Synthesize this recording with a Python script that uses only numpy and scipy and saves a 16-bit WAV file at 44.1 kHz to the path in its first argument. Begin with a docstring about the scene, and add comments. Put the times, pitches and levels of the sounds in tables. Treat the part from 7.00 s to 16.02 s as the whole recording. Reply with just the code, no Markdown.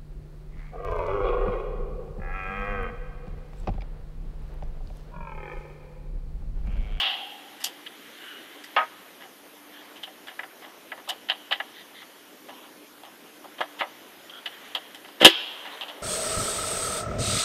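"""A latch snaps hard amid clicks, knocks and rubbing: hands fit memory modules into the slots of an open
computer case, close to a small microphone. The tail of an earlier snap opens the scene.
Contacts, creaks and snaps are enveloped noise that rings board and sheet metal; a hollow part chatters, pushes
bend the board, edges scrape and sleeves rub. The later snap overloads the input, the room rings on, and
fan hum and hiss lie underneath."""
import sys
import numpy as np
from scipy import signal
from scipy.io import wavfile
from scipy.ndimage import uniform_filter1d

SR = 44100
rng = np.random.default_rng(int(sys.argv[2]) if len(sys.argv) > 2 else 0)


def transcribe(signal):
    """Save signal, clipped to [-1, 1], as a 16-bit WAV file at the path in sys.argv[1]."""
    frames = np.atleast_2d(signal).T
    limited = np.clip(frames, -1, 1)
    pcm = np.round(limited * 32767).astype(np.int16)
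    wavfile.write(sys.argv[1], SR, pcm)


N = 397782
LEAD = SR // 5  # samples sounded before the scene opens
GRAIN_DB, SNAP_GRAIN_DB = 3.2, 2.0  # unevenness of the tiny impacts


def gain_of(db):
    """Amplitude factor for a level in dB."""
    return 10 ** (np.asarray(db) / 20)


def evened(x):
    """Scale a sound to an RMS of 1."""
    return x / np.sqrt(np.mean(x ** 2) + 1e-20)


def read(points, hz):
    """Read a curve of (frequency, value) points, interpolated over log frequency."""
    f, value = np.transpose(points)
    return np.interp(np.log(hz + 1), np.log(f + 1), value)


def resonate(x, hz, width):
    """A two-pole resonance of gain 1 at its centre."""
    b, a = signal.iirpeak(hz, hz / max(width, 1), SR)
    return signal.lfilter(b, a, x)


def band(x, low_hz, high_hz):
    """A steep causal band-pass that keeps the level of white noise."""
    sos = signal.butter(4, [low_hz, high_hz], "bandpass", fs=SR, output="sos")
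    return signal.sosfilt(sos, x) / np.sqrt((high_hz - low_hz) * 2 / SR)


def highpass(x, order, hz):
    """Remove the sound below a corner frequency."""
    return signal.sosfilt(signal.butter(order, hz, "highpass", fs=SR, output="sos"), x)


def grit(count, spread_db, channels=1):
    """Noise of uneven grain: many tiny impacts, a few of them strong; all channels share the grain."""
    strength = np.minimum(rng.exponential(1, count // 32 + 1), 4)
    size = gain_of(spread_db * strength).repeat(32)[:count]
    return evened(size * rng.standard_normal((channels, count))).squeeze()


# Ranges in which a contact drives the parts, in the order main, thud, board, tick: low_hz, high_hz
RANGES = [(2500, 3900), (540, 1200), (1200, 2500), (3900, 15000)]


def rattles(rows, spread_db, thud_lasts, tick_lasts):
    """Every contact drives four ranges of the parts; thud and tick have their own durations."""
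    out, t = np.zeros(N + LEAD), np.arange(SR // 3) / SR
    noise = grit(N + LEAD + len(t), spread_db, channels=4)
    for k, lasts in enumerate((1, thud_lasts, 1, tick_lasts)):
        force = np.zeros(noise.shape[1])
        for start_s, level_db, colour_db, rise, hold, t60 in rows:
            at = LEAD + round(start_s * SR)
            rise = np.clip(rise, 2e-4, .04)
            # a sudden contact starts with its hardest impact
            first_hit = 0.0012 / (rise + 0.0013) * np.exp(-abs(t - rise) / 0.0074)
            onset = np.minimum(t / rise, 1) ** 2 * (1 + first_hit)
            dying = np.maximum(t - rise - lasts * max(hold, 0), 0) / (lasts * max(t60, .02))
            range_db = level_db + (0, *colour_db)[k]
            force[at:at + len(t)] += gain_of(range_db - 60 * dying) * onset
        out += band(force * noise[k], *RANGES[k])[:N + LEAD]
    return out


# Latch snaps, before board and case ring: start_s, level_db, level_db of the shudder that follows
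SNAPS = [(-.05, -7, -28.5), (8.246, -5, -55)]


def latches():
    """A latch snaps as a dense burst of tiny impacts; both snaps share one colour and one envelope."""
    colour_db = (-8.5, -10, -10)  # thud, board, tick
    rise_s, hold_s, t60_s = 0.00088, 0.0087, 0.11
    rows = [(s, db, colour_db, rise_s, hold_s, t60_s) for s, db, _ in SNAPS]
    return rattles(rows, SNAP_GRAIN_DB, thud_lasts=0.75, tick_lasts=1.0)


# Contacts, before board and case ring: start_s, level_db in the main range,
# then against that level thud_db, board_db, tick_db; last rattle_s
CONTACTS = [(.058, -50.5, -9, -12, -26, 0.059), (.600, -52, -2, -1, 5, 0.024),
            (0.637, -37, -17, -14, 9.5, 0.02), (.862, -42, -17, -7, -18, 0.0057),
            (1.636, -52.5, -17, 1, 5.5, 0.014), (2.200, -54, 2.5, 2, -11, 0.03),
            (2.955, -51.5, -8, -7, -8, 0.017), (3.03, -38.5, -15, -13, -12, 0.0093),
            (3.07, -54, 7, 0, -15, 0.0065), (3.267, -48, -3.5, 0.7, -9, 0.025),
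            (3.390, -50.5, 8.5, 14, -14, 0.0068), (3.431, -54, 10.5, 12.5, -15, 0.0041),
            (3.615, -54.5, 5.5, 0, -11, 0.03), (3.917, -50.5, 11.5, 14.5, -16, 0.0045),
            (3.975, -55.5, 7.5, 3.5, -11, .01), (4.074, -45.5, 7, -18, -15, 0.014),
            (4.088, -32, -10.5, -9.5, -1.5, 0.011), (4.285, -35.5, -13, -5, -22, 0.012),
            (4.296, -31.5, -4.5, -8, -24, 0.011), (4.509, -32, -0.5, -5, -24, 0.0077),
            (4.52, -26, -28, -3.5, -20, 0.008), (4.599, -43.5, 4.5, 9.5, -16, 0.0066),
            (5.018, -56, 0, 4, -16, .007), (5.484, -52, 9, 0.5, -6, 0.0094),
            (6.030, -53.5, 3.5, -5, -8, 0.023), (6.442, -59.5, 15, -1.5, -3, 0.0078),
            (6.582, -45.5, 2.5, -2, -15, 0.0086), (6.605, -37, 6.5, 3.5, -13, 0.0088),
            (6.807, -37, 11.5, 8, -28, .008), (7.295, -43.5, -10, -20, -20, 0.0035),
            (7.457, -31.5, -9.5, -8, -17, 0.0065), (7.748, -28, -8.5, -11.5, -13.5, 0.0071),
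            (7.945, -49, -9, -6, -1.5, 0.011), (8.042, -54.5, 2, 1.5, -9, .011),
            (8.08, -59, 9, -4, 1, 0.0044), (8.648, -45, 1, 0, -14, .018),
            (8.808, -36.5, -7.5, -21, -18, 0.016), (8.88, -41.5, -8, -12, -15, .014)]
# The plastic strains, swelling up to a hard contact: start_s, level_db, length_s
CREAKS = [(6.783, -35, 0.023), (8.193, -22, 0.04)]


def touches():
    """Contacts and creaks, and the shudder of the case after each snap, all as rattling impacts."""
    # a longer rattle starts softer and dies more slowly
    rows = [(s, db, colour, 0.18 * rattle, rattle, 0.05 + 4.4 * rattle)
            for s, db, *colour, rattle in CONTACTS]
    creak_colour_db, creak_t60_s = (-4, -3.5, -13), 0.096
    swell = 0.62  # share of the creak spent swelling
    rows += [(s, db, creak_colour_db, swell * length, (1 - swell) * length, creak_t60_s)
             for s, db, length in CREAKS]
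    shudder_after_s, shudder_colour_db = 0.0595, (-14, -9, -34)
    rise_s, hold_s, t60_s = 0.008, 0.038, 0.4
    rows += [(s + shudder_after_s, db, shudder_colour_db, rise_s, hold_s, t60_s) for s, _, db in SNAPS]
    return rattles(rows, GRAIN_DB, thud_lasts=1.55, tick_lasts=0.67)


# Modes of board and case: pitch_hz, width_hz (before widening), level_db (halved when sounded)
CASE_MODES = [(625, 130, -34), (779, 39, 0), (970, 24, -13), (1333, 69, -13.5), (1730, 81, 7),
              (1972, 63, 13), (2970, 142, 7), (3184, 107, -7.5), (3520, 46, -40), (4800, 350, 6.5)]


def case(x):
    """The parts ring at their modes on top of the direct sound."""
    ringing = sum(gain_of(db / 2) * resonate(x, hz, 1.68 * width) for hz, width, db in CASE_MODES)
    return 0.58 * x + ringing


# A module knocks against a hollow part until a hand damps it:
# level_db applied to the whole mix, chatter_s before damping, t60_s of the crack's longer part
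KNOCK = (-15.5, 0.075, 0.25)
# Modes of the hollow part: pitch_hz, level_db against each other, ring_s (nominal, before damping)
HOLLOW = [(645, 1.5, 0.28), (828, -9, 0.35), (937, 7, 0.63), (1258, 11.5, 0.28), (1630, -1, 0.22),
          (1872, -6, 0.13), (2270, -24, 0.18), (1830, -9, 0.13), (2780, -25, 0.19), (2750, -18, 0.12),
          (3080, -25, 0.13), (3315, -9, 0.18), (748, -4.5, 0.25), (3360, -29, 0.14)]


def knock():
    """Chatter keeps the hollow part ringing; a crack rides on it, and both are damped together."""
    start_s = 1.7635
    level_db, chatter_s, crack_t60_s = KNOCK
    t = np.arange(SR // 4) / SR

    def fade(t60_s):
        return gain_of(-60 * t / t60_s)

    blows = grit(len(t), SNAP_GRAIN_DB) * (fade(0.12) + 1.7 * fade(0.011))
    modes = sum(gain_of(db) * np.sqrt(ring_s) * resonate(blows, hz, 2.0 / ring_s)
                for hz, db, ring_s in HOLLOW)
    crack = grit(len(t), SNAP_GRAIN_DB, channels=2) * (fade(crack_t60_s) + 0.89 * fade(0.057))
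    sound = gain_of(21.5) * modes
    sound += 0.27 * band(crack[0], 570, 2000)
    sound += 0.16 * band(crack[1], 1560, 3150) * fade(0.64)
    sound += 0.0083 * band(crack[1], 5700, 8000) * fade(0.093)
    damping_db = -60 * np.maximum(t - chatter_s, 0) / 0.13
    out = np.zeros(N + LEAD)
    at = LEAD + round(start_s * SR)
    out[at:at + len(t)] = band(sound, 400, 4300) * gain_of(level_db + damping_db)
    return out


# The board bends under the thumbs and springs back: start_s, ring_db (drive of the modes),
# thump_db, shove_s (time to the peak of the force)
PUSHES = [(6.605, -39, -51, 0.00035), (6.809, -42, -56, .0004), (8.214, -23.5, -40, 0.00027),
          (8.228, -19.5, -40, 0.00059), (8.250, -12, -1, 0.0011), (8.263, -13.5, -33, 0.00049)]
# Low modes of the board: pitch_hz, width_hz, level_db (before weighting by pitch over width)
BOARD = [(238, 66, -7.5), (335.4, 16.5, -3), (385, 23, -2.5), (518, 37, 5), (565, 31, -1)]


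def pushes():
    """Short rounded shoves ring the low modes of the board and thump through the air."""
    t, force = np.arange(SR // 20) / SR, np.zeros((2, N + LEAD))
    for start_s, ring_db, thump_db, shove_s in PUSHES:
        at = LEAD + round(start_s * SR)
        u = t / max(shove_s, 1e-4)
        force[:, at:at + len(t)] += gain_of([[ring_db], [thump_db]]) * u * np.exp(1 - u)
    ring = sum(gain_of(db) * resonate(force[0], hz, width) * hz / width for hz, width, db in BOARD)
    return highpass(ring, 3, 190) + highpass(force[1], 2, 170)


# Single soft scrapes of a module edge: start_s, length_s, level_db (before the last band and trim),
# low_hz and high_hz of two resonances, width_hz of each of two passes through the high one
SCRAPES = [(1.17, 0.27, -48.5, 1550, 2950, 250), (2.687, 0.17, -54, 1700, 3160, 800),
           (4.718, 0.13, -50.5, 1930, 3470, 1200), (4.93, 0.12, -49.5, 1980, 3470, 1200),
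           (5.47, 0.26, -55, 1020, 3020, 900), (7.308, 0.11, -47, 1440, 3220, 300),
           (7.512, 0.048, -52, 1800, 3200, 400), (8.715, 0.048, -46, 980, 3840, 700)]


def scrapes():
    """Gritty drag noise swells and fades in two resonances of the module."""
    out, noise = np.zeros(N + LEAD), grit(N, spread_db=2.0)
    for start_s, length_s, db, low_hz, high_hz, width in SCRAPES:
        at = round(start_s * SR)
        drag = noise[at:][:round(length_s * SR)]
        low = evened(resonate(resonate(drag, low_hz, 340), low_hz, 380))
        high = evened(resonate(resonate(drag, high_hz, width), high_hz, width))
        sound = low + gain_of(1.5) * high
        out[LEAD + at:][:len(drag)] += gain_of(db) * sound * signal.windows.tukey(len(drag), .6)
    return band(out, 370, 4140) / 2.62


# Fingers and sleeves slide over the parts, points joined by lines: time_s, level_db of the high part,
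# tilt_db toward the bass (before a fixed offset)
RUB = [(0.9, -52.5, -10), (1.31, -48, -9), (1.83, -52.5, -2), (2.4, -62, -5), (2.91, -55, 8.5),
       (3.09, -60, 4), (4.6, -57, 4), (5.15, -57.5, 1), (5.81, -64.5, -18), (6.76, -56, 10.5),
       (7.34, -56, 0), (7.64, -48, 2), (8.05, -56.5, -2), (8.39, -49.5, 9), (8.75, -45, 4.5),
       (9.02, -52, 12)]
# Resonances of the rubbed parts: pitch_hz, width_hz (before widening), level_db against each other
RUB_COLOUR = [(1690, 180, -3), (1940, 260, 10), (2944, 184, 11), (3640, 47, -24), (4700, 32, -20)]


def rubbing():
    """Gritty friction noise in a few resonances; the tilt raises or lowers the low band beneath them."""
    time_s, level_db, tilt_db = np.transpose(RUB)
    t = np.arange(-LEAD, N) / SR
    noise = grit(N + LEAD, spread_db=1.0)
    resonances = sum(gain_of(db) * resonate(noise, hz, 1.9 * width) for hz, width, db in RUB_COLOUR)
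    high = evened(0.7 * band(noise, 1170, 4120) + resonances)
    low = evened(band(noise, 410, 1140))
    tilt = np.interp(t, time_s, tilt_db)
    return gain_of(np.interp(t, time_s, level_db)) * (high + gain_of(tilt - 8.5) * low)


# A side panel still shaking from the first snap: pitch_hz, width_hz (each of two passes),
# level_db as the scene opens, t60_s
PANEL = (788, 111, -39.5, 2)


def panel():
    """Noise through two equal resonances makes a fuzzy low tone that dies away slowly."""
    hz, width, db, t60_s = PANEL
    t = np.arange(-LEAD, N) / SR
    shake = evened(resonate(resonate(rng.standard_normal(len(t)), hz, width), hz, width))
    return shake * gain_of(db - 60 * abs(t) / t60_s) * (t > SNAPS[0][0])


# How long the room rings: pitch_hz, t60_s
ROOM_DECAY = [(200, 0.34), (600, 0.62), (1500, 0.71), (3000, 1.0), (4500, 0.92), (9000, 0.36)]
# Colour of the room at the start of its tail: pitch_hz, level_db against each other
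ROOM_TONE = [(200, -21), (600, -4.5), (1100, 1.5), (2100, 4.5), (2600, 0), (3200, 8), (3850, -7), (4500, 6),
             (6500, -9), (9000, -32)]


def room(x):
    """Sparse echoes of random sign, each band dying at its own speed."""
    taps = np.zeros(SR * 3 // 2)
    at = np.arange(500, len(taps) - 20, 20)
    taps[at + rng.integers(0, 20, len(at))] = rng.choice([-1., 1.], len(at))
    hz, t, z = signal.stft(taps, SR, nperseg=256)
    tail_db = read(ROOM_TONE, hz)[:, None] - 60 * t / read(ROOM_DECAY, hz)[:, None]
    tail = signal.istft(z * gain_of(tail_db), SR, nperseg=256)[1]
    return signal.fftconvolve(x, tail / np.linalg.norm(tail))[:len(x)]


# Spectrum of fans and input hiss: pitch_hz, density_db (per Hz, against each other)
AIR = [(30, -28), (70, -18.5), (130, -27.5), (200, -4), (310, 2.5), (500, -1.5), (1000, -5.5), (2000, -9),
       (3300, -11), (4500, -15), (6500, -16), (8100, -23.5), (9500, -16), (13500, -14)]
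# Wavering hum tones: pitch_hz, level_db
HUM = [(118.4, -81), (296, -63)]


def air():
    """Hiss from random short-time spectra with faint patches, and hum tones from narrowed noise."""
    hiss_db = -49.5
    frames, hz = N // 256 + 5, np.fft.rfftfreq(1024, 1 / SR)
    a, b, patches = rng.standard_normal((frames, 513, 3)).T
    patches = evened(uniform_filter1d(uniform_filter1d(patches, 12, 0), 10, 1))
    z = (a + 1j * b) * gain_of(read(AIR, hz)[:, None] + 2.0 * patches)
    hiss = gain_of(hiss_db) * evened(signal.istft(z, nperseg=1024, noverlap=768)[1][:N])
    hum = sum(gain_of(db) * evened(resonate(rng.standard_normal(N), f, 2.3)) for f, db in HUM)
    return hiss + hum


def scene():
    """Snaps and handling near the microphone, their echo in the room, and the air underneath."""
    snaps = latches()
    handling = case(touches()) + knock() + pushes() + scrapes() + rubbing()
    echo = room(gain_of(-22.5) * snaps + gain_of(-28.5) * handling)  # the hands shield the small sounds
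    near = case(snaps) + handling + panel()
    return ((near + echo)[LEAD:] + air())[None]


def record(dry):
    """The input clips at full scale and sheds the deepest bass; then the treble is cut off."""
    clipped = highpass(np.clip(dry, -1, 1), 2, 45)
    edge_hz = 14200
    lowpass = signal.firwin(511, edge_hz, window=("kaiser", 9), fs=SR)
    return signal.oaconvolve(clipped, lowpass[None], "same")


dry = scene()
out = record(dry)
transcribe(out)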